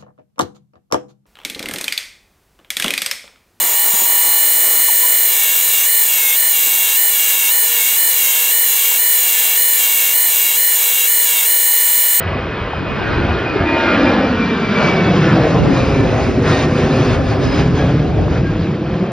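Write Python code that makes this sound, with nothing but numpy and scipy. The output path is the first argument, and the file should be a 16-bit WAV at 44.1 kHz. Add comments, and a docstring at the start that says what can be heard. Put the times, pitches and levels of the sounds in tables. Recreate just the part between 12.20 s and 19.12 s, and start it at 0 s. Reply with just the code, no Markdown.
"""Outdoors over grass: a twin-engine jet airliner climbs past low, heard by a small two-port microphone.
Fan tones (sines on shaft-speed multiples) fall in pitch as it passes; roar, rush and hiss are shaped noise.
The delayed ground echo sweeps a comb through the sound; turbulent air makes the treble swell and sink.
Wind noise buffets the ports, short thuds hit the microphone, two faint sliding whistles rise late on."""
import sys
import numpy as np
from scipy import signal
from scipy.fft import rfft, irfft, next_fast_len
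from scipy.io import wavfile
from scipy.ndimage import uniform_filter1d, minimum_filter1d, map_coordinates

SR = 44100
rng = np.random.default_rng(int(sys.argv[2]) if len(sys.argv) > 2 else 0)


def unload_wav(signal):
    """Save mono or channel-first audio to the path in sys.argv[1] as 16-bit WAV at rate SR, clipped to [-1, 1]."""
    wavfile.write(
        sys.argv[1],
        SR,
        np.round(np.clip(np.atleast_2d(signal).T, -1, 1) * 32767).astype(np.int16),
    )


N = 305163
TIME_S = np.arange(N) / SR

# wind gusts on the ports: time_s, level_db
GUST_LEVEL = [(0, -35.5), (.36, -33.5), (1.17, -26.5), (1.45, -35), (2.09, -56), (2.5, -33.5), (3.1, -38.5),
              (3.47, -21.5), (4, -27.5), (4.4, -38.5), (5, -24), (5.3, -24), (5.76, -38), (6.07, -29),
              (6.92, -62.5)]
# wind spectrum: freq_hz, relative_density_db
WIND_SPECTRUM = [(30, -54), (70, -1.5), (130, -4), (250, -2.5), (500, -6), (900, -16), (2000, -67)]
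# thuds of air on the microphone: middle_s, peak_db, pitch_hz, length_cycles
AIR_THUDS = [(.536, -14, 784, 3.8), (1.363, -11, 409, 5.8), (1.409, -5, 138, 0.76), (5.993, -17, 723, 5.6),
             (5.996, -10.5, 248, 2.1), (6.082, -10.5, 900, 0.89)]
# faint rising whistles: start_s, length_s, from_hz, to_hz, peak_db
RISING_CHIRPS = [(5.81, .075, 2500, 2980, -41), (5.845, .055, 3880, 4050, -47)]
# rumble: time_s, level_db
RUMBLE_LEVEL = [(0.0, -26), (0.91, -24.5), (1.0, -19), (1.39, -32.5), (1.43, -19), (1.58, -48), (1.87, -27),
                (2.73, -36.5), (3.79, -17), (4.57, -27), (4.66, -20.5), (5.74, -20.5), (6.09, -16.5),
                (6.21, -22.5), (6.42, -18), (6.47, -33.5), (6.71, -26.5), (6.92, -41.5)]
# rumble spectrum: freq_hz, relative_density_db
RUMBLE_SPECTRUM = [(15, -72), (30, -12.5), (45, -8.5), (65, 4), (85, 3.5), (110, -9.5), (150, -30),
                   (300, -92.5)]
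# narrow hump of roar, sliding down: time_s, centre_hz, level_db
SLIDING_HUMP = [(1.2, 377, -41), (1.45, 340, -26.5), (1.6, 300, -21.5), (1.85, 270, -21), (2.05, 240, -24),
                (2.25, 215.4, -23.5), (2.5, 189.6, -24.5), (2.75, 170.3, -19.5), (2.95, 150, -19),
                (3.15, 140, -25), (3.5, 130, -42.5)]
# low middle of the roar: time_s, level_db
LOW_MIDDLE_LEVEL = [(0, -29.5), (.6, -31.5), (1, -27), (1.4, -26.5), (1.7, -22.5), (2.05, -22), (2.3, -36),
                    (2.5, -29), (2.62, -22.5), (2.9, -22), (3.08, -26), (3.22, -19.5), (3.6, -26.5),
                    (4, -23), (4.12, -31), (4.35, -20), (4.6, -25.5), (4.8, -23), (5.2, -27), (5.4, -24.5),
                    (5.5, -32), (5.65, -22), (5.82, -30.5), (6.2, -29.5), (6.5, -35.5), (6.92, -28)]
# low-middle spectrum: freq_hz, relative_density_db
LOW_MIDDLE_SPECTRUM = [(300, -36), (480, 3.5), (600, 1), (800, -2), (950, -17), (1500, -70.5)]
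# exhaust roar: time_s, level_db
ROAR_LEVEL = [(0, -26.5), (.2, -23.5), (.63, -27), (1, -19), (1.3, -21.5), (1.56, -19), (1.87, -15.5),
              (2.14, -17), (2.41, -21), (2.75, -15.5), (3.4, -15), (3.55, -17), (3.72, -13), (3.9, -18),
              (4.35, -14), (4.9, -14.5), (5.05, -18.5), (5.65, -14.5), (5.8, -17), (6.2, -16.5), (6.6, -20),
              (6.92, -20.5)]
# roar spectrum before tilt: freq_hz, relative_density_db
ROAR_SPECTRUM = [(30, -50), (60, -12.5), (90, -2), (140, 4), (250, -0.5), (400, -2), (550, -12),
                 (800, -21.5), (1100, -46), (2000, -86.5)]
# fan rush, swelling and sinking in turbulent air: time_s, level_db
RUSH_LEVEL = [(0, -27.5), (.23, -29), (.4, -27.5), (.63, -29), (.94, -24), (1.39, -27), (1.66, -21.5),
              (1.87, -22), (2.1, -26.5), (2.47, -25), (2.68, -19), (2.75, -23), (3.01, -23.5), (3.08, -23),
              (3.29, -23.5), (3.45, -27), (3.57, -24), (3.85, -27), (4, -26), (4.21, -29), (4.29, -20.5),
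              (4.44, -21.5), (4.47, -27.5), (4.55, -27.5), (4.58, -24), (4.65, -25.5), (4.8, -25),
              (4.89, -23), (4.95, -23.5), (4.98, -30), (5.04, -30.5), (5.11, -24.5), (5.18, -30.5),
              (5.24, -24), (5.3, -26), (5.4, -22), (5.44, -28), (5.53, -32), (5.58, -25.5), (5.7, -29),
              (5.86, -33.5), (6.08, -34), (6.17, -29.5), (6.23, -34), (6.44, -31), (6.59, -36.5),
              (6.76, -32.5), (6.92, -34.5)]
# rush spectrum: freq_hz, relative_density_db
RUSH_SPECTRUM = [(300, -50.5), (600, -3), (800, -5.5), (1000, 1.5), (1500, -1), (2000, -5), (2500, -4),
                 (3000, -11), (3800, -31.5), (6000, -81.5)]
# hiss: time_s, level_over_rush_db
HISS_OVER_RUSH = [(0, -13.5), (1, -11), (2, -9), (3, -9.5), (4, -10), (5, -9), (6, -9), (6.92, -10)]
# hiss spectrum before tilt: freq_hz, relative_density_db
HISS_SPECTRUM = [(1500, -52.5), (2600, -2.5), (3200, 4), (4000, 1.5), (5000, -1), (6000, -8.5), (7000, -11),
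                 (8000, -22), (9000, -28), (10000, -32), (11000, -48.5), (12300, -50.5)]
# blade tone, in bursts as eddies cross the path: time_s, level_db
BLADE_TONE_LEVEL = [(0, -43.5), (.08, -45), (.17, -34), (.26, -42), (.35, -36), (.44, -45), (.55, -42),
                    (.64, -41), (.73, -33), (.8, -43), (.87, -35), (.91, -44), (.95, -31), (1.0, -39),
                    (1.05, -37), (1.07, -41), (1.13, -30.5), (1.17, -42), (1.22, -43), (1.265, -27),
                    (1.305, -26), (1.33, -41), (1.44, -43), (1.475, -26.5), (1.5, -25), (1.54, -28),
                    (1.58, -21), (1.61, -27.5), (1.65, -33), (1.69, -26), (1.74, -25.5), (1.77, -34),
                    (1.815, -28), (1.85, -37), (1.875, -19), (1.91, -30.5), (1.95, -38), (2.02, -32),
                    (2.12, -38), (2.19, -33), (2.24, -23), (2.28, -38), (2.3, -31), (2.39, -35),
                    (2.45, -29), (2.52, -38), (2.57, -22), (2.62, -29), (2.65, -21.5), (2.675, -30),
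                    (2.7, -19.5), (2.725, -26), (2.745, -40), (2.78, -22.5), (2.81, -27.5), (2.845, -33),
                    (2.875, -26), (2.91, -34), (3, -40), (3.07, -37), (3.3, -44), (3.8, -45), (4, -37),
                    (4.1, -48), (4.25, -39), (4.35, -28), (4.45, -35), (4.5, -40), (5.1, -41), (5.56, -45),
                    (5.6, -32), (5.63, -31.5), (5.66, -47), (6.23, -50), (6.255, -33), (6.305, -34),
                    (6.33, -52.5), (6.92, -53.5)]
# blade tone octave: time_s, level_over_rush_db
OCTAVE_OVER_RUSH = [(0, -34.5), (1.3, -33), (1.6, -33.5), (2.55, -25), (3.2, -44.5), (3.92, -21.5),
                    (4.05, -33), (4.239, -30), (4.32, -14), (4.5, -26), (4.9, -22), (5.48, -31), (5.6, -18),
                    (5.8, -31), (6.27, -25), (6.92, -20)]
# blade tone third harmonic, from the nozzle: time_s, level_over_rush_db
THIRD_OVER_RUSH = [(4.1, -50), (5.179, -44), (5.25, -19), (5.42, -20), (5.46, -40), (5.6, -18),
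                   (5.8, -44.5)]
# buzz-saw, heard from ahead of the intakes: time_s, level_over_rush_db
BUZZ_OVER_RUSH = [(0, -3.5), (.9, -8), (1.3, -4.5), (1.55, -2.5), (1.95, -1.5), (2.3, -5), (2.9, -10.5),
                  (3.06, -1), (3.3, -11), (3.57, -8), (3.8, -16), (4.3, -41.5)]
# buzz-saw lines from uneven blade shocks: shaft_multiple, relative_level_db
BUZZ_LINES = [(8, -6), (9, -2.5), (10, -14), (11, -5), (12, -2), (13, -5), (14, 1.5), (15, -1), (16, 0.5),
              (17, -1), (18, -5), (19, -1), (20, -14.5), (21, -4.5), (22, -12.5), (23, -11.5), (25, -19),
              (26, -14.5), (27, -12), (28, -7.5), (29, -19.5), (30, -5.5), (31, -20.5), (32, -17.5),
              (33, -13), (34, -20), (35, -17), (36, -11.5), (38, -17.5), (40, -19), (41, -15), (42, -22.5)]
# buzz-saw lines standing out for a while: shaft_multiple, middle_s, length_s, level_db
BUZZ_FLARES = [(9, 1.58, 0.31, -30.5), (12, 1.54, 0.41, -33.5), (14, 1.03, 0.45, -33.5),
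               (14, 1.68, 0.22, -25), (15, 0.95, 0.35, -32), (16, 0.93, 0.28, -36.5),
               (13, 1.35, 0.28, -37.5), (13, 1.83, 0.27, -34), (15, 2.1, 0.28, -32), (16, 1.71, 0.25, -33),
               (17, 1.8, .3, -34.5), (19, 1.52, 0.13, -34), (12, 1.76, 0.18, -31), (27, 1.75, .3, -38),
               (19, 1.8, .2, -38), (21, 1.7, 0.16, -31), (18, 2.3, 0.15, -37), (14, 2.55, 0.22, -33),
               (27, 2.2, 0.14, -39), (15, 2.65, 0.1, -30), (16, 3.7, 0.27, -37.5), (33, 1.68, 0.22, -40.5),
               (20, 1.72, 0.18, -37), (28, 1.75, .2, -44), (28, 3.6, .13, -33), (21, 3.58, 0.22, -37),
               (32, 3.4, 0.08, -40), (12, 3.08, .1, -39), (14, 3.08, 0.092, -35), (15, 3.08, .11, -29),
               (16, 3.08, .11, -31), (19, 3.08, .12, -34), (21, 3.8, 0.15, -34), (26, 3.08, .1, -38.5),
               (30, 3.08, .1, -40), (21, 3.22, 0.17, -36), (28, 3.8, .1, -33), (19, 2.86, 0.12, -38.5),
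               (28, 2.86, .12, -34), (36, 2.87, .1, -40), (16, 2.84, 0.12, -35), (26, 2.62, .14, -39),
               (36, 2.56, 0.088, -41), (11, 0.75, 0.11, -35), (21, 0.75, 0.12, -40), (18, .9, 0.17, -36),
               (19, 2.15, .15, -38), (17, 1.5, 0.21, -39), (21, 1.4, 0.089, -31)]
# echo off the grass: time_s, strength_0_to_1
GROUND_STRENGTH = [(0, 0.4), (.6, 0), (1.2, 0.26), (1.55, 0.75), (2.2, 0.8), (2.7, 0.66), (3.2, 0.68),
                   (4.1, 0.5), (5, 0.77), (6, 0.53), (6.92, .9)]
# the two ports: freq_hz, left_lead_rad, left_minus_right_db, unrelated_share_db
PORT_RESPONSE = [(100, 0, 0, -28), (500, -.05, 0, -18), (1030, .15, 2.8, -14), (1720, .1, -1.5, -12),
                 (2400, .75, -.2, -14), (3100, .75, 0, -14), (3800, .6, 0, -11), (4600, .9, 0, -11),
                 (4750, 0, 0, -60), (5400, 0, 0, -60), (5550, .7, 0, -11), (5850, 1, 0, -10),
                 (6550, 2.1, 0, -10), (6850, 2.6, 0, -12), (7000, np.pi, 0, -60), (8250, np.pi, 0, -60),
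                 (8400, 3.8, 0, -7), (9300, 4.7, 0, -5), (10000, 5.6, 0, -8), (10300, 2 * np.pi, 0, -60)]

# straight climb past the microphone; ABEAM_S is source time, heard later by the travel time
SPEED_M_S, CLIMB_RAD = 87.0, .125
ABEAM_S, HEIGHT_M, ASIDE_M = 3.876, 138.8, 80.8
EAR_M, SOUND_M_S = 1.572, 343
BLADES, BLADE_HZ = 24, 1908  # blade-passing pitch at the engine
SECOND_SLOWER = .006  # second engine's speed deficit, as a share
SMEAR_RAD = .011  # phase scatter per multiple of shaft speed
BEHIND_DB = 1.5  # the roar deepens once heard from behind
# hiss tilt at twice the pivot: least loss near abeam, more on long slant paths, more so ahead
ABEAM_DB, SLANT_DB, AHEAD_DB = -7, 19.5, 3.5
HISS_SWINGS = .23  # hiss swings wider than the rush by this share
HUMP_WIDTH_HZ = 65  # centre to 1/e
TOP_HZ = 12360


def amp(db):
    """Decibels to gain."""
    return 10 ** (np.asarray(db) / 20)


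def unit(x):
    """Scaled to rms 1."""
    return x / np.sqrt(np.mean(x ** 2) + 1e-20)


def along(points, hz):
    """Each column after the frequency, read on a log axis."""
    f, *cols = np.transpose(points)
    return [np.interp(np.log(hz + 1), np.log(f + 1), c) for c in cols]


def curves(rows, t=TIME_S):
    """Each column after the time, read at times t."""
    s, *cols = np.transpose(rows)
    return [np.interp(t, s, c) for c in cols]


def wobble(rate_hz):
    """Smooth random curve, rate_hz knots a second."""
    coarse_s = TIME_S[::32]
    knots = rng.standard_normal(int(N * rate_hz / SR) + 4)
    return np.interp(TIME_S, coarse_s, map_coordinates(knots, [coarse_s * rate_hz]))


def filtered(x, response):
    """x times a complex response of frequency."""
    m = next_fast_len(N + SR // 2)
    return irfft(rfft(x, m) * response(np.fft.rfftfreq(m, 1 / SR)), m)[..., :N]


def noise(spectrum, patchy_db, loss=None, pivot_hz=None):
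    """Coloured noise of rms 1 with patches of random gain, tilted in time about a pivot."""
    hz, t, z = signal.stft(rng.standard_normal(N), SR, nperseg=1024)
    patches = uniform_filter1d(rng.standard_normal(z.shape), size=14, axis=0)
    patches = uniform_filter1d(patches, size=5, axis=1)
    gain = amp(along(spectrum, hz)[0])[:, None] * np.ones(len(t))
    if loss is not None:
        octave_tilt = np.minimum(hz[:, None] / pivot_hz, 4) - 1
        gain = gain * amp(-curves(loss, t)[0] * octave_tilt)
    gain = gain / np.sqrt(np.mean(gain ** 2, axis=0))  # tilt leaves the level alone
    shaped = z * gain * amp(patchy_db * unit(patches))
    return unit(signal.istft(shaped, SR, nperseg=1024)[1][:N])


def wind():
    """Lumpy pressure, unrelated from port to port, under shared gusts."""
    lumps = amp(2.8 * np.array([wobble(24), wobble(14)]))
    pair = np.array([noise(WIND_SPECTRUM, patchy_db=2.0), noise(WIND_SPECTRUM, patchy_db=3.5)])
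    gusts_db = curves(GUST_LEVEL)[0] + 3.3 * wobble(6)
    return amp(gusts_db) * unit(lumps * pair)


def thuds():
    """Each thud is a few cycles under a bell-shaped swell."""
    out = np.zeros(N)
    for middle_s, peak_db, hz, cycles in AIR_THUDS:
        t = TIME_S - middle_s
        bell = np.exp(-(2 * hz * t / cycles) ** 2)
        out += amp(peak_db) * bell * np.cos(2 * np.pi * hz * t)
    return out


def chirps():
    """Short thin whistles that slide upward in pitch."""
    out = np.zeros(N)
    for start_s, length_s, from_hz, to_hz, peak_db in RISING_CHIRPS:
        u = np.clip((TIME_S - start_s) / length_s, 0, 1)
        cycles = length_s * (from_hz * u + (to_hz - from_hz) * u ** 2 / 2)
        out += amp(peak_db) * np.sin(np.pi * u) * np.sin(2 * np.pi * cycles)
    return out


def rumble():
    """Deep noise of uneven level."""
    level_db = curves(RUMBLE_LEVEL)[0] + .6 * wobble(9)
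    return amp(level_db) * noise(RUMBLE_SPECTRUM, patchy_db=1.5)


def hump():
    """Slow noise carried on two quadrature tones: a band around a sliding centre."""
    centre_hz, level_db = curves(SLIDING_HUMP)
    slow = filtered(rng.standard_normal((2, N)), lambda hz: np.exp(-(hz / HUMP_WIDTH_HZ) ** 2))
    turn = 2 * np.pi * np.cumsum(centre_hz) / SR
    return amp(level_db) * unit(slow[0] * np.cos(turn) + slow[1] * np.sin(turn))


def flight():
    """At each moment of hearing: ground detour in m, pitch factor, cosine of the angle off the tail."""
    sent_s = np.linspace(-8, 8, num=4000)
    ahead = SPEED_M_S * sent_s * np.cos(CLIMB_RAD)
    high = HEIGHT_M + SPEED_M_S * sent_s * np.sin(CLIMB_RAD)
    direct = np.sqrt(ahead ** 2 + ASIDE_M ** 2 + high ** 2)
    bounced = np.sqrt(ahead ** 2 + ASIDE_M ** 2 + (high + 2 * EAR_M) ** 2)
    arrives_s = ABEAM_S + sent_s + direct / SOUND_M_S
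    pitch = 1 / np.gradient(arrives_s, sent_s)  # Doppler
    tail_cos = np.gradient(direct, sent_s) / SPEED_M_S
    return [np.interp(TIME_S, arrives_s, v) for v in (bounced - direct, pitch, tail_cos)]


def low_middle():
    """Patchy noise filling the low middle of the roar."""
    level_db = curves(LOW_MIDDLE_LEVEL)[0] + .9 * wobble(12)
    return amp(level_db) * noise(LOW_MIDDLE_SPECTRUM, patchy_db=2.0)


def exhaust_roar():
    """Jet noise whose balance deepens as the view turns to the tail."""
    deepening = np.c_[TIME_S, BEHIND_DB * flight()[2]]
    level_db = curves(ROAR_LEVEL)[0] + .73 * wobble(9)
    return amp(level_db) * noise(ROAR_SPECTRUM, patchy_db=.87, loss=deepening, pivot_hz=251)


def rush_and_hiss():
    """Fan noise in two bands, both fluttered by eddies; the slant path dulls the hiss."""
    tail_cos = flight()[2]
    rush_db, = curves(RUSH_LEVEL)
    flutter = wobble(14)
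    rush = amp(rush_db + .45 * flutter) * noise(RUSH_SPECTRUM, patchy_db=1.3)
    swing_db = rush_db - uniform_filter1d(rush_db, size=SR // 2)
    hiss_db = rush_db + HISS_SWINGS * swing_db + curves(HISS_OVER_RUSH)[0] + .47 * flutter
    air = np.c_[TIME_S, ABEAM_DB + SLANT_DB * tail_cos ** 2 - AHEAD_DB * tail_cos]
    return rush + amp(hiss_db) * noise(HISS_SPECTRUM, patchy_db=1.5, loss=air, pivot_hz=4500)


def fan_line(order, fade_db, flutter_db):
    """Sine on a multiple of Doppler-shifted shaft speed, fading on its own; eddies smear high lines most."""
    shaft = 2 * np.pi * np.cumsum(BLADE_HZ * flight()[1] / BLADES) / SR
    drift = 1.2 * wobble(6) + .51 * wobble(30) + SMEAR_RAD * order * wobble(90)
    level = amp(fade_db * wobble(8) + flutter_db * wobble(21.95))
    return np.sqrt(2) * level * np.sin(order * shaft + drift)


def engine_pair(order, level_db, second, fade_db, flutter_db):
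    """One tone from both engines; slightly unequal speeds make it beat."""
    first_line = fan_line(order, fade_db, flutter_db)
    second_line = fan_line(order * (1 - SECOND_SLOWER), fade_db, flutter_db)
    return amp(level_db) * (first_line + second * second_line)


def buzz_saw():
    """Comb of shaft multiples from uneven blade shocks, plus lines that flare briefly."""
    lines = sum(amp(db) * fan_line(k, fade_db=1.8, flutter_db=3.5) for k, db in BUZZ_LINES)
    out = amp(curves(RUSH_LEVEL)[0] + curves(BUZZ_OVER_RUSH)[0]) * unit(lines)
    for order, middle_s, length_s, db in BUZZ_FLARES:
        window = np.exp(-(2 * (TIME_S - middle_s) / length_s) ** 4)
        out += amp(db) * window * fan_line(round(order), fade_db=.7, flutter_db=2.2)
    return out


def blade_tones():
    """Blade-passing tone of both fans with its second and third harmonics."""
    out = engine_pair(BLADES, curves(BLADE_TONE_LEVEL)[0], second=.2, fade_db=.1, flutter_db=.7)
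    rush_db, = curves(RUSH_LEVEL)
    for harmonic, rows in [(2, OCTAVE_OVER_RUSH), (3, THIRD_OVER_RUSH)]:
        level_db = rush_db + curves(rows)[0]
        out += engine_pair(harmonic * BLADES, level_db, second=.6, fade_db=2.0, flutter_db=3.0)
    return out


def with_ground(x):
    """Adds the duller copy off the grass, late by the detour."""
    dull = filtered(x, lambda hz: 1 / (1 + (hz / 600) ** 2))
    echo = np.interp(TIME_S - flight()[0] / SOUND_M_S, TIME_S, dull)
    return x + np.clip(curves(GROUND_STRENGTH)[0], 0, 1) * echo


def ports(x):
    """Each port hears its own phase and colour, plus a scattered part of its own."""
    def response(hz):
        lead_rad, balance_db, _ = along(PORT_RESPONSE, hz)
        half = amp(balance_db / 2) * np.exp(.5j * lead_rad)
        return np.array([half, 1 / half])

    z = signal.stft(x, nperseg=512)[2]
    scrambled = z * np.exp(2j * np.pi * rng.random((2, *z.shape)))
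    loose = 1.41 * signal.istft(scrambled, nperseg=512)[1][:, :N]  # makes up for scrambling loss
    return filtered(x, response) + filtered(loose, lambda hz: amp(along(PORT_RESPONSE, hz)[2]))


def scene():
    """The aircraft through ground and ports, with the wind."""
    aircraft = low_middle() + exhaust_roar() + rush_and_hiss() + buzz_saw() + blade_tones()
    return ports(with_ground(aircraft) + hump() + rumble() + thuds() + chirps()) + wind()


def record(dry):
    """The microphone drops the deepest bass, a limiter holds the peaks, a band limit cuts the top."""
    heard = filtered(dry, lambda hz: 1 / np.sqrt(1 + (42 / (hz + 1)) ** 6))
    needed = np.minimum(1, .9 / (np.abs(heard).max(axis=0) + 1e-9))
    gain = uniform_filter1d(minimum_filter1d(needed, size=441), size=441)
    return filtered(heard * gain, lambda hz: hz < TOP_HZ)


dry = scene()
out = record(dry)
unload_wav(out)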